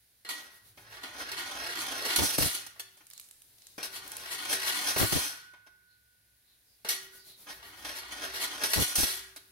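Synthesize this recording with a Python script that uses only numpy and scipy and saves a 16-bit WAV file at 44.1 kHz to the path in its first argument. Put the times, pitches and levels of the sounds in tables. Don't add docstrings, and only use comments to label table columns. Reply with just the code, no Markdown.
import sys
import numpy as np
from scipy import signal
from scipy.fft import rfft, irfft, next_fast_len
from scipy.io import wavfile
from scipy.ndimage import uniform_filter1d

SR = 44100
rng = np.random.default_rng(int(sys.argv[2]) if len(sys.argv) > 2 else 0)


def waveform_to_disk(signal):
    frames = np.transpose(np.atleast_2d(signal))
    scaled = np.clip(frames, -1, 1) * 32767
    samples = np.round(scaled).astype(np.int16)
    wavfile.write(sys.argv[1], SR, samples)


N = 419391
TIME = np.arange(N) / SR


# frequency in Hz, density in dB per Hz.
YARD_COLOUR = [(15, -14), (25, -17), (49, -17), (161, -3), (200, -19), (293, -11.5), (373, -13.5),
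               (1230, -38.5), (1440, 10.5), (1560, 10.5), (4740, -0.5), (8140, -29.5), (16000, -25)]
YARD_DB = -78.5

# start in seconds, length in seconds, level near 60 Hz in dB, level near 110 Hz in dB.
DRONES = [(0.54, 1.76, -73.5, -68), (3.698, 1.5, -76.5, -73), (7.397, 1.7, -69, -74)]
DRONE_RISE_S, DRONE_T60_S = 0.24, 2.3

# time in seconds, level in dB.
LEAK = [(0, -66.5), (.24, -67), (2.7, -62), (3.2, -63.5), (3.76, -60), (5.6, -71.5), (6.83, -66),
        (7.8, -61), (9.5, -62)]
# frequency in Hz, density in dB per Hz.
STEAM_COLOUR = [(300, -5.5), (1000, -10), (2200, -9.5), (2800, -9), (4000, -1), (8000, -7.5), (10000, 1.5),
                (14000, -1.5), (16000, -4)]
# start in seconds, level of the steam spurts in dB.
STROKES = [(.295, -58.5), (3.83, -52), (6.905, -52.5)]
SPURT_EVERY_S, SPURT_FADE_DB_PER_S = 0.1283, 7
EXHAUST_S, EXHAUST_DB, EXHAUST_RISE_S, EXHAUST_HOLD_S, EXHAUST_T60_S = 4.96, -27, 0.03, 0.04, 0.44

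# start in seconds, level in dB, brightness in dB, time rebounding in seconds, chatter t60 in seconds.
KNOCKS = [(.248, -49, -4.5, 0, 0.95), (.289, -38, 1.5, 0.019, 0.3), (0.774, -58.5, -10.5, 0, .26),
          (1.033, -44, -4.5, 0.0081, 0.21), (1.315, -39.5, 1.5, 0.0054, 0.073),
          (2.049, -38, 2.5, 0.038, 0.27), (2.16, -29, 9, 0, 0.12), (2.186, -28.5, -1, 0.0027, 0.083),
          (2.379, -33.5, 7.5, 0.086, 0.21), (2.422, -31, 2.5, 0.0055, .08),
          (2.664, -45.5, 6, 0.00032, 0.065), (2.76, -69, -11, 0.027, 0.17),
          (2.795, -42.5, 5.5, 0.0084, 0.065), (2.97, -59.5, 3, 0, 0.19), (3.005, -66, -12.5, 0.0011, .1),
          (3.779, -45.5, -3.5, 0.032, 0.18), (3.828, -38.5, 3.5, 0.027, 0.1), (4.961, -36, -8, 0, 0.2),
          (5.0, -35.5, -2.5, 0.042, 0.098), (5.121, -32.5, 3, 0.055, 0.49), (5.535, -62, -12, 0.0028, 0.11),
          (5.664, -61.5, -5.5, 0.014, 0.03), (6.847, -43.5, -2.5, 0.02, 0.29),
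          (6.887, -32.5, 5, 0.025, 0.24), (7.467, -59.5, -14, 0.0044, 0.25),
          (7.627, -56.5, -5, 0.045, 0.19), (7.847, -41.5, -1.5, 0.053, 0.34),
          (8.121, -40.5, -1, 0.0033, .15), (8.635, -28.5, 3, 0.0057, 0.11), (8.733, -28.5, 5, 0.0039, 0.16),
          (8.758, -38, 1, 0.033, 0.22), (8.954, -32, 8.5, 0.065, 0.16), (9.031, -32.5, 6.5, 0.016, 0.052),
          (9.361, -47, 3.5, 0.0094, 0.051)]
# frequency in Hz, width in Hz, level in dB.
RAIL_MODES = [(1477, 30, 4), (1730, 70, -6), (1905, 45, -2), (2890, 110, -5), (3420, 49, 0), (3590, 30, -3),
              (3810, 45, -3), (3920, 48, -6), (4360, 45, 0), (4510, 30, 0), (4940, 63, -1), (5230, 45, -1),
              (5540, 35, -2), (5630, 38, 0), (5960, 60, -4), (6060, 40, -3), (6460, 110, -7),
              (6700, 120, -8), (7030, 86, -8), (7620, 150, -9), (8050, 37, -11), (8380, 28, -8),
              (9030, 35, -5), (9190, 54, 0), (9490, 160, -2), (9780, 48, -3), (9990, 37, -3),
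              (10400, 140, -5), (11400, 260, -5), (12000, 33, -4), (12700, 120, -7), (13200, 69, -9),
              (13800, 50, -11), (14200, 49, -8), (15200, 83, -11), (15500, 65, -13)]
# frequency in Hz, width in Hz, level in dB.
BEAM_MODES = [(105.8, 0.8, -9.5), (297.7, 22, -5.5), (383, 3.3, 1.5), (4670, 17, -18.5)]
# frequency in Hz, strength in dB.
RAIL_COLOUR = [(60, -22), (200, -17.5), (380, -10), (600, -7.5), (850, -6.5), (1500, -1.5), (1900, -2.5),
               (2450, -7.5), (3000, -4), (4000, -1.5), (5200, -9), (6700, -19.5), (8000, -11.5),
               (10000, -6), (12500, -7), (14000, -14.5), (16000, -22.5)]
REGISTER_EDGES_HZ = [0, 2300, 6500, 20000]
MIDDLE_DB = 2.5

# start in seconds, level in dB, hold in seconds.
JOLTS = [(.249, -60, 0.0074), (2.05, -39, 0.021), (3.781, -42, 0.0029), (4.962, -34.5, .005),
         (6.848, -46, 0.004), (8.634, -40, 0.0099)]
# frequency in Hz, density in dB per Hz.
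JOLT_COLOUR = [(25, -13), (160, -6.5), (280, -6.5), (420, 3.5), (800, -5.5), (1100, -8), (2500, -20)]

# start in seconds, frequency in Hz, level in dB, time kept up by chatter in seconds, t60 in seconds.
OVERTONES = [(.249, 1915, -50, .02, .2), (.249, 4220, -50, .015, .2), (.29, 1915, -45, .095, .1),
             (2.158, 4508, -41, 0, .45), (2.158, 5630, -37, .012, .1), (2.158, 6066, -39, .012, .1),
             (2.22, 5626, -42, .06, .3), (2.22, 4932, -44, .05, .3), (2.381, 4508, -44, .03, .4),
             (2.381, 6066, -44, .05, .4), (2.381, 9195, -36, 0, .4), (2.381, 11965, -36, 0, .35),
             (2.797, 1750, -54, 0, .25), (2.797, 6600, -47, 0, .13), (3.781, 2400, -48, 0, .25),
             (4.961, 4354, -41, 0, .6), (5.121, 4932, -41, 0, .5), (5.538, 2169, -72, 0, .9),
             (6.848, 382, -59.5, 0, 1.4), (6.89, 1905, -47, 0, .65), (6.89, 3806, -42, .02, .25),
             (6.89, 5669, -41, .02, .22), (6.89, 5970, -41, .02, .24), (7.13, 1476, -58, .02, .3),
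             (8.732, 4508, -37, .008, .12), (8.76, 5626, -40, .06, .3), (8.98, 6066, -42, .06, .4),
             (9.03, 3406, -42, .02, .45), (9.03, 382, -60, 0, 1.4)]

# time of the crest in seconds, level in dB, brightness in dB.
SCRAPES = [(.39, -55, 0), (.46, -61, 1), (.94, -55.5, -3.5), (1.21, -43.5, -2.5), (1.395, -41.5, -1),
           (1.636, -45, -2.5), (1.812, -44.5, 4.5), (2.246, -37, 8), (3.958, -45.5, 3), (4.331, -42, 3),
           (4.527, -32.5, 3.5), (4.681, -35, 1.5), (4.776, -42, 2), (4.889, -34.5, 2.5), (7.504, -48, -1.5),
           (7.975, -46, 3.5), (8.239, -41, -1.5), (8.359, -42.5, 1), (8.43, -36, 2), (8.63, -40, -2.5),
           (8.82, -34, 5.5), (9.0, -38.5, 3.5), (9.08, -42.5, 4.5)]
SCRAPE_WIDTH_S = 0.021

# start in seconds, time to reach the cage in seconds, time rattling in it in
# seconds, level at full speed in dB, brightness in dB, rattle level in dB.
ROLLS = [(0.728, 1.463, 0.35, -38.5, -1, -39), (3.82, 1.109, 0.33, -37, 1.5, -40),
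         (7.36, 1.28, .5, -44.5, -1.5, -40.5)]
SPEED_POWER, SLOW_DULLS_DB = 1.22, 5
RATTLE_BRIGHT_DB, SETTLE_T60_S, HANDOVER_T60_S = 5, 0.34, 0.48

# landing in seconds, time in the air in seconds, gain of its rolling just before landing in dB.
FLIGHTS = [(2.379, 0.026, -8.5), (4.962, .038, -9.5), (5.121, .05, -0.5), (8.953, 0.03, -6)]

# start in seconds, level in dB, hold in seconds.
BLASTS = [(2.184, -31, 0.027), (2.219, -31.5, 0.029), (2.384, -24, 0.0041), (2.408, -29, .005),
          (2.426, -34.5, 0.047), (4.962, -33.5, .005), (4.995, -32.5, 0.017), (5.014, -27, 0.034),
          (5.123, -28, .007), (5.153, -29, 0.021), (8.76, -32, 0.021), (8.78, -31, 0.044),
          (8.982, -32.5, 0.017), (9.032, -29, 0.005)]
# frequency in Hz, density in dB per Hz.
BLAST_COLOUR = [(25, -11), (55, 1), (110, 0.5), (160, -2), (200, -11), (290, -1.5), (400, -10),
                (650, -10.5), (1000, -17), (2500, -26.5)]

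# start in seconds, level in dB, centre in Hz.
DROPS = [(3.0678, -41.5, 9600), (3.1016, -40, 11100), (3.111, -41, 4340), (3.1343, -37.5, 9400),
         (3.1781, -36.5, 6860), (3.1977, -32.5, 10400), (3.213, -45, 8000), (3.242, -50, 7000),
         (3.2873, -45, 10000), (3.311, -38, 9400), (3.4196, -42, 10600), (3.584, -48.5, 5030),
         (3.62, -46.5, 5100), (3.669, -38.5, 7400), (4.078, -33.5, 10400), (4.118, -28, 9700),
         (4.1678, -27, 10300)]

# start in seconds, level in dB, middle pitch in Hz, length in seconds, glide in octaves per second.
WHEEZES = [(3.082, -60, 4160, .18, -1), (3.55, -65, 4020, 0.25, -1), (5.852, -71.5, 4170, 0.15, -1),
           (6.421, -69, 3960, 0.18, -1), (6.626, -71, 4900, .18, -.5), (7.165, -59, 4780, 0.093, 1.5),
           (7.185, -57.5, 4070, .24, -1)]

RING_HZ, RING_PEAK_S, RING_DB, RING_RISE_DB_PER_S, RING_T60_S = 1476, 5.08, -45.5, 16, 2.1

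# frequency in Hz, t60 in seconds.
ECHO = [(100, 1), (400, 0.26), (1400, 0.78), (4000, 0.5), (8000, 0.4), (15000, 0.097)]
# time in seconds, left minus right in dB.
BEARING = [(0, 2), (2.3, 2), (3.8, 5), (6.9, 2.5), (7.5, 3), (9, 3)]
# frequency in Hz, weight of their difference in dB.
WIDTH = [(60, -10), (400, -12), (800, -7), (1150, 0.5), (1500, 2.5), (2000, -2.5), (3000, -0.5), (16000, 0)]
# frequency in Hz, left minus right in dB.
PORTS = [(60, 0.5), (110, -1), (200, 1), (380, -1.5), (700, 1), (1290, -5), (2380, 0.5), (4400, -5),
         (8120, -1.5), (15000, -3)]
EDGE_HZ = 15900


def gain_of(db):
    return 10 ** (np.asarray(db) / 20)


def evened(x):
    return x / np.sqrt(np.mean(x ** 2) + 1e-20)


def read(points, hz):
    f, value = np.transpose(points)
    return np.interp(np.log(hz + 1), np.log(f + 1), value)


def level(rows):
    return gain_of(np.interp(TIME, *np.transpose(rows)))


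def swell(start, rise_s, hold_s, t60):
    t = TIME - start
    rise = np.clip(t / rise_s, 0, 1)
    return rise * gain_of(-60 * np.clip((t - hold_s) / t60, 0, 4))


def panned(db):
    return gain_of(np.array([[.5], [-.5]]) * db)


def add(mix, s, sound):
    part = mix[..., max(round(s * SR), 0):][..., :sound.shape[-1]]
    part += sound[..., :part.shape[-1]]


def noise(colour, shared):
    size = next_fast_len(N, True)
    white = rng.standard_normal((3, size))
    pair = np.sqrt(shared) * white[2] + np.sqrt(1 - shared) * white[:2]
    weights = gain_of(read(colour, np.fft.rfftfreq(size, 1 / SR)))
    return evened(irfft(rfft(pair) * weights, size)[:, :N])


def band_noise(hz, width, size):
    b, a = signal.iirpeak(hz, hz / width, fs=SR)
    return evened(signal.lfilter(b, a, rng.standard_normal((2, size))))


def slow_wander(first, second):
    return evened(uniform_filter1d(uniform_filter1d(rng.standard_normal(N), size=first), size=second))


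def yard_air():
    return gain_of(YARD_DB) * noise(YARD_COLOUR, shared=0.17)


def drone(low_hz=61, high_hz=108, idle_db=-84, skirt_db=-13):
    drive = np.zeros((2, N))
    for s, length, *drones_db in DRONES:
        drive += gain_of(drones_db)[:, None] * swell(s, DRONE_RISE_S, length, DRONE_T60_S)
    out = np.zeros((2, N))
    for size, hz in zip(drive, (low_hz, high_hz)):
        hump = [(hz / 4, -60), (hz / 1.2, skirt_db), (hz, 0), (hz * 1.1, skirt_db), (hz * 4, -33), (hz * 20, -70)]
        out += np.hypot(gain_of(idle_db), size) * noise(hump, shared=0.29)
    return out


def steam(count=7):
    puff = gain_of(EXHAUST_DB) * swell(EXHAUST_S, EXHAUST_RISE_S, EXHAUST_HOLD_S, EXHAUST_T60_S)
    flow = level(LEAK) + puff
    t = np.arange(0, count * SPURT_EVERY_S, 1 / SR)
    spurts = np.sin(np.pi * t / SPURT_EVERY_S) ** 2 * gain_of(-SPURT_FADE_DB_PER_S * t)
    for s, db in STROKES:
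        add(flow, s + SPURT_EVERY_S / 2, gain_of(db) * spurts)
    return flow * noise(STEAM_COLOUR, shared=0.047)


def register_db(order, bright_db):
    return bright_db * (order - 1) - MIDDLE_DB * abs(order - 1)


def add_knocks(power, order, knock_db=-2.5, bite=0.76, bite_s=0.0066, rise_s=0.00033):
    t = np.arange(SR // 2) / SR
    attack = np.minimum(t / rise_s, 1) * (1 + bite * np.exp(-t / bite_s))
    for s, db, bright_db, rebound_s, t60 in KNOCKS:
        fade_db = -60 * np.maximum(t - rebound_s, 0) / max(t60, .01)
        peak_db = db + knock_db + register_db(order, bright_db)
        add(power, s, (attack * gain_of(peak_db + fade_db)) ** 2)


def cracks(crack_db=1, rebound_db=-3, rebound_every_s=0.022):
    out = np.zeros(N)
    for s, db, _, rebound_s, _ in KNOCKS:
        for k, touch in enumerate(rng.choice([-1, 1], size=(4, 48))):
            if k == 0 or k * rebound_every_s <= rebound_s:
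                add(out, s + k * rebound_every_s, gain_of(db + crack_db + rebound_db * (k > 0)) * touch)
    return out


def rail_responses(dense_t60=0.07, count=4):
    t = np.arange(SR // 2) / SR
    bins = np.fft.rfftfreq(len(t), 1 / SR)
    hz, width, db = np.vstack([RAIL_MODES, BEAM_MODES]).T
    phases = np.exp(2j * np.pi * rng.random((count, 2, len(hz))))
    weights = gain_of(db) * 2 * np.pi * width / SR * phases
    modes = rfft((weights @ np.exp(np.outer(2j * np.pi * hz - np.pi * width, t))).real)
    fade = gain_of(-60 * t / dense_t60)
    dense = rng.standard_normal((count, 2, len(t))) * fade
    dense = irfft(np.exp(1j * np.angle(rfft(dense))), len(t)) * np.sqrt(fade)
    dense = rfft(dense / np.linalg.norm(dense, axis=-1, keepdims=True)) * gain_of(read(RAIL_COLOUR, bins))
    whole = irfft(modes + dense, len(t)) * np.clip(4 - 5 * t / t[-1], 0, 1)
    responses = []
    for lo, hi in zip(REGISTER_EDGES_HZ, REGISTER_EDGES_HZ[1:]):
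        sos = signal.butter(4, [lo + 40, hi], "band", fs=SR, output="sos")
        responses.append(evened(signal.sosfilt(sos, whole)) / np.sqrt(len(t)))
    return responses


def thuds(blows, colour, lowest_hz, fall_t60, thud_db, ragged_db):
    out, t = np.zeros((2, N)), np.arange(SR // 6) / SR
    sos = signal.butter(2, lowest_hz, "high", fs=SR, output="sos")
    shudder = signal.sosfilt(sos, noise(colour, shared=0))
    shudder = shudder * gain_of(ragged_db * slow_wander(260, 90))
    for s, db, hold_s in blows:
        shape = gain_of(-60 * np.maximum(t - hold_s, 0) / fall_t60)
        burst = shape * shudder[:, round(s * SR):][:, :len(t)]
        add(out, s, gain_of(db + thud_db) * evened(burst) * np.sqrt(np.mean(shape ** 2)))
    return out


def frame_jolts():
    return thuds(JOLTS, JOLT_COLOUR, lowest_hz=250, fall_t60=.1, thud_db=1, ragged_db=0)


def overtones(sing_db=1.4, waver_rad=0.62):
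    out, t = np.zeros((2, N)), np.arange(SR) / SR
    window = np.hanning(SR // 40)[None]
    for s, hz, db, hold_s, t60 in OVERTONES:
        waver = evened(signal.oaconvolve(rng.standard_normal((2, SR)), window, "same", axes=1))
        fade_db = -60 * np.maximum(t - hold_s, 0) / t60
        shape = np.minimum(t / .003, 1) * gain_of(db + sing_db + fade_db)
        add(out, s, shape * np.sin(2 * np.pi * hz * t + waver_rad * waver))
    return out


def add_scrapes(power, order, scrape_db=1.77):
    t = np.arange(SR // 2) / SR
    crest = np.exp(-((t - t.mean()) / SCRAPE_WIDTH_S) ** 2)
    for s, db, bright_db in SCRAPES:
        gain = gain_of(db + scrape_db + register_db(order, bright_db))
        add(power, s - t.mean(), crest * gain ** 2)


def rolling(order):
    power, t = np.zeros(N), np.arange(3 * SR) / SR
    for s, travel_s, rattle_s, db, bright_db, rattle_db in ROLLS:
        speed = np.minimum(t / travel_s, 1)
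        caged_s = np.maximum(t - travel_s, 0)
        fade_db = -60 * caged_s / HANDOVER_T60_S
        settle_db = -60 * np.maximum(caged_s - rattle_s, 0) / SETTLE_T60_S
        tone_db = register_db(order, bright_db - SLOW_DULLS_DB * (1 - speed))
        rumble = speed ** SPEED_POWER * gain_of(db + fade_db + tone_db)
        rattle_tone_db = register_db(order, RATTLE_BRIGHT_DB)
        rattle = (caged_s > 0) * gain_of(rattle_db + settle_db + rattle_tone_db)
        add(power, s, rumble ** 2 + rattle ** 2)
    return np.sqrt(power)


def airborne():
    db = np.zeros(N)
    for s, flight_s, left_db in FLIGHTS:
        add(db, s - flight_s, left_db * np.sqrt(np.linspace(0, 1, int(flight_s * SR))))
    return gain_of(db)


def contact(order, grip):
    power = (rolling(order) * grip) ** 2
    add_knocks(power, order)
    add_scrapes(power, order)
    return np.sqrt(power)


def ball(hits_per_s=2000, bumpy_db=2.0, travel_hz=2.7):
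    impacts = evened(rng.choice([-1, 1], N) * (rng.random(N) < hits_per_s / SR))
    grip = gain_of(bumpy_db * slow_wander(400, 150)) * airborne()
    touches, out = cracks(), np.zeros((2, N))
    for order, points in enumerate(rail_responses()):
        force = impacts * contact(order, grip) + touches
        for k, response in enumerate(points):
            nearness = np.cos(np.pi * (travel_hz * TIME + k / len(points))) * np.sqrt(2 / len(points))
            out += signal.oaconvolve((force * nearness)[None], response, axes=1)[:, :N]
    return out


def standing_waves(x, half_waves=3.424, depth_db=1.0):
    hz, t, z = signal.stft(x, SR, nperseg=1024)
    place = sum(np.clip((t - s) / travel_s, 0, 1) ** 2 for s, travel_s, *_ in ROLLS)
    ripple = np.cos(2 * np.pi * half_waves * np.sqrt(hz / 1000)[:, None] * (place % 1))
    depth = depth_db * np.sqrt(abs(np.sin(np.pi * place)))
    return signal.istft(z * gain_of(depth * ripple), SR, nperseg=1024)[1][:, :N]


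def port_blasts():
    blasts = thuds(BLASTS, BLAST_COLOUR, lowest_hz=43.7, fall_t60=.075, thud_db=0.5, ragged_db=1.5)
    return blasts * panned(0.93)


def drops(drop_db=-4, slap_t60=0.016, spray_db=-21, spray_t60=0.88,
          splat_db=-9, splat_hz=2900, splat_t60=0.012, side_db=-0.5):
    out, t = np.zeros((2, N)), np.arange(SR // 10) / SR
    slap_and_spray = gain_of(-60 * t / slap_t60) + gain_of(spray_db - 60 * t / spray_t60)
    splat = gain_of(splat_db - 60 * t / splat_t60)
    for s, db, hz in DROPS:
        bright = slap_and_spray * band_noise(hz, width=4300, size=len(t))
        dull = splat * band_noise(splat_hz, width=2700, size=len(t))
        add(out, s, gain_of(db + drop_db) * (bright + dull))
    return out * panned(side_db)


def wheezes(width_hz=380):
    out = np.zeros((2, N))
    sos = signal.butter(1, width_hz / 2, fs=SR, output="sos")
    for s, db, hz, length, glide in WHEEZES:
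        t = np.arange(int(length * SR)) / SR
        pitch = hz * 2 ** (glide * (t - length / 2))
        turn = np.exp(2j * np.pi * np.cumsum(pitch) / SR)
        blur = signal.sosfilt(sos, rng.standard_normal((2, SR // 2, 2)) @ [1, 1j])
        squeak = evened((blur[:, :len(t)] * turn).real)
        add(out, s, gain_of(db) * np.hanning(len(t)) * squeak)
    return out


def ring(beat_hz=4.9, twin_db=-13, side_db=-2):
    t = TIME - RING_PEAK_S
    rise_or_fall_db = np.minimum(RING_RISE_DB_PER_S * t, -60 * t / RING_T60_S)
    shape = (TIME > ROLLS[1][0]) * gain_of(RING_DB + rise_or_fall_db)
    phase = 2 * np.pi * (RING_HZ * TIME + np.array([[0], [.25]]))
    twin = gain_of(twin_db) * np.sin(phase + 2 * np.pi * beat_hz * TIME)
    return panned(side_db) * shape * evened(np.sin(phase) + twin)


def walls(x, first_s=0.0072):
    taps = rng.standard_normal((2, SR)) * np.clip(np.arange(SR) / SR / first_s - 1, 0, 1)
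    hz, t, z = signal.stft(taps, SR, nperseg=256)
    tail = signal.istft(z * gain_of(-60 * t / read(ECHO, hz)[:, None]), SR, nperseg=256)[1]
    return signal.oaconvolve(x, tail / np.linalg.norm(tail[0]), axes=1)[:, :N]


def close_ports(x):
    size = next_fast_len(N, True)
    left, right = rfft(x, size)
    width = gain_of(read(WIDTH, np.fft.rfftfreq(size, 1 / SR)))
    mid, side = left + right, (left - right) * width
    return irfft(np.array([mid + side, mid - side]) / np.sqrt(2 * (1 + width ** 2)), size)[:, :N]


def scene(wet_db=-11):
    bearing = panned(np.interp(TIME, *np.transpose(BEARING)))
    steel = standing_waves(ball()) + overtones() + frame_jolts()
    machine = (steel + steam() + wheezes()) * bearing + drops()
    echo = gain_of(wet_db) * walls(machine)
    return close_ports(machine + echo + ring() + drone() + yard_air()) + port_blasts()


def record(dry):
    size = next_fast_len(N + 2000, True)
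    colour = panned(read(PORTS, np.fft.rfftfreq(size, 1 / SR)))
    heard = irfft(rfft(dry, size) * colour, size)[:, :N]
    low_pass = signal.firwin(511, EDGE_HZ, window=("kaiser", 9), fs=SR)
    return signal.oaconvolve(heard, low_pass[None], "same")


dry = scene()
out = record(dry)
waveform_to_disk(out)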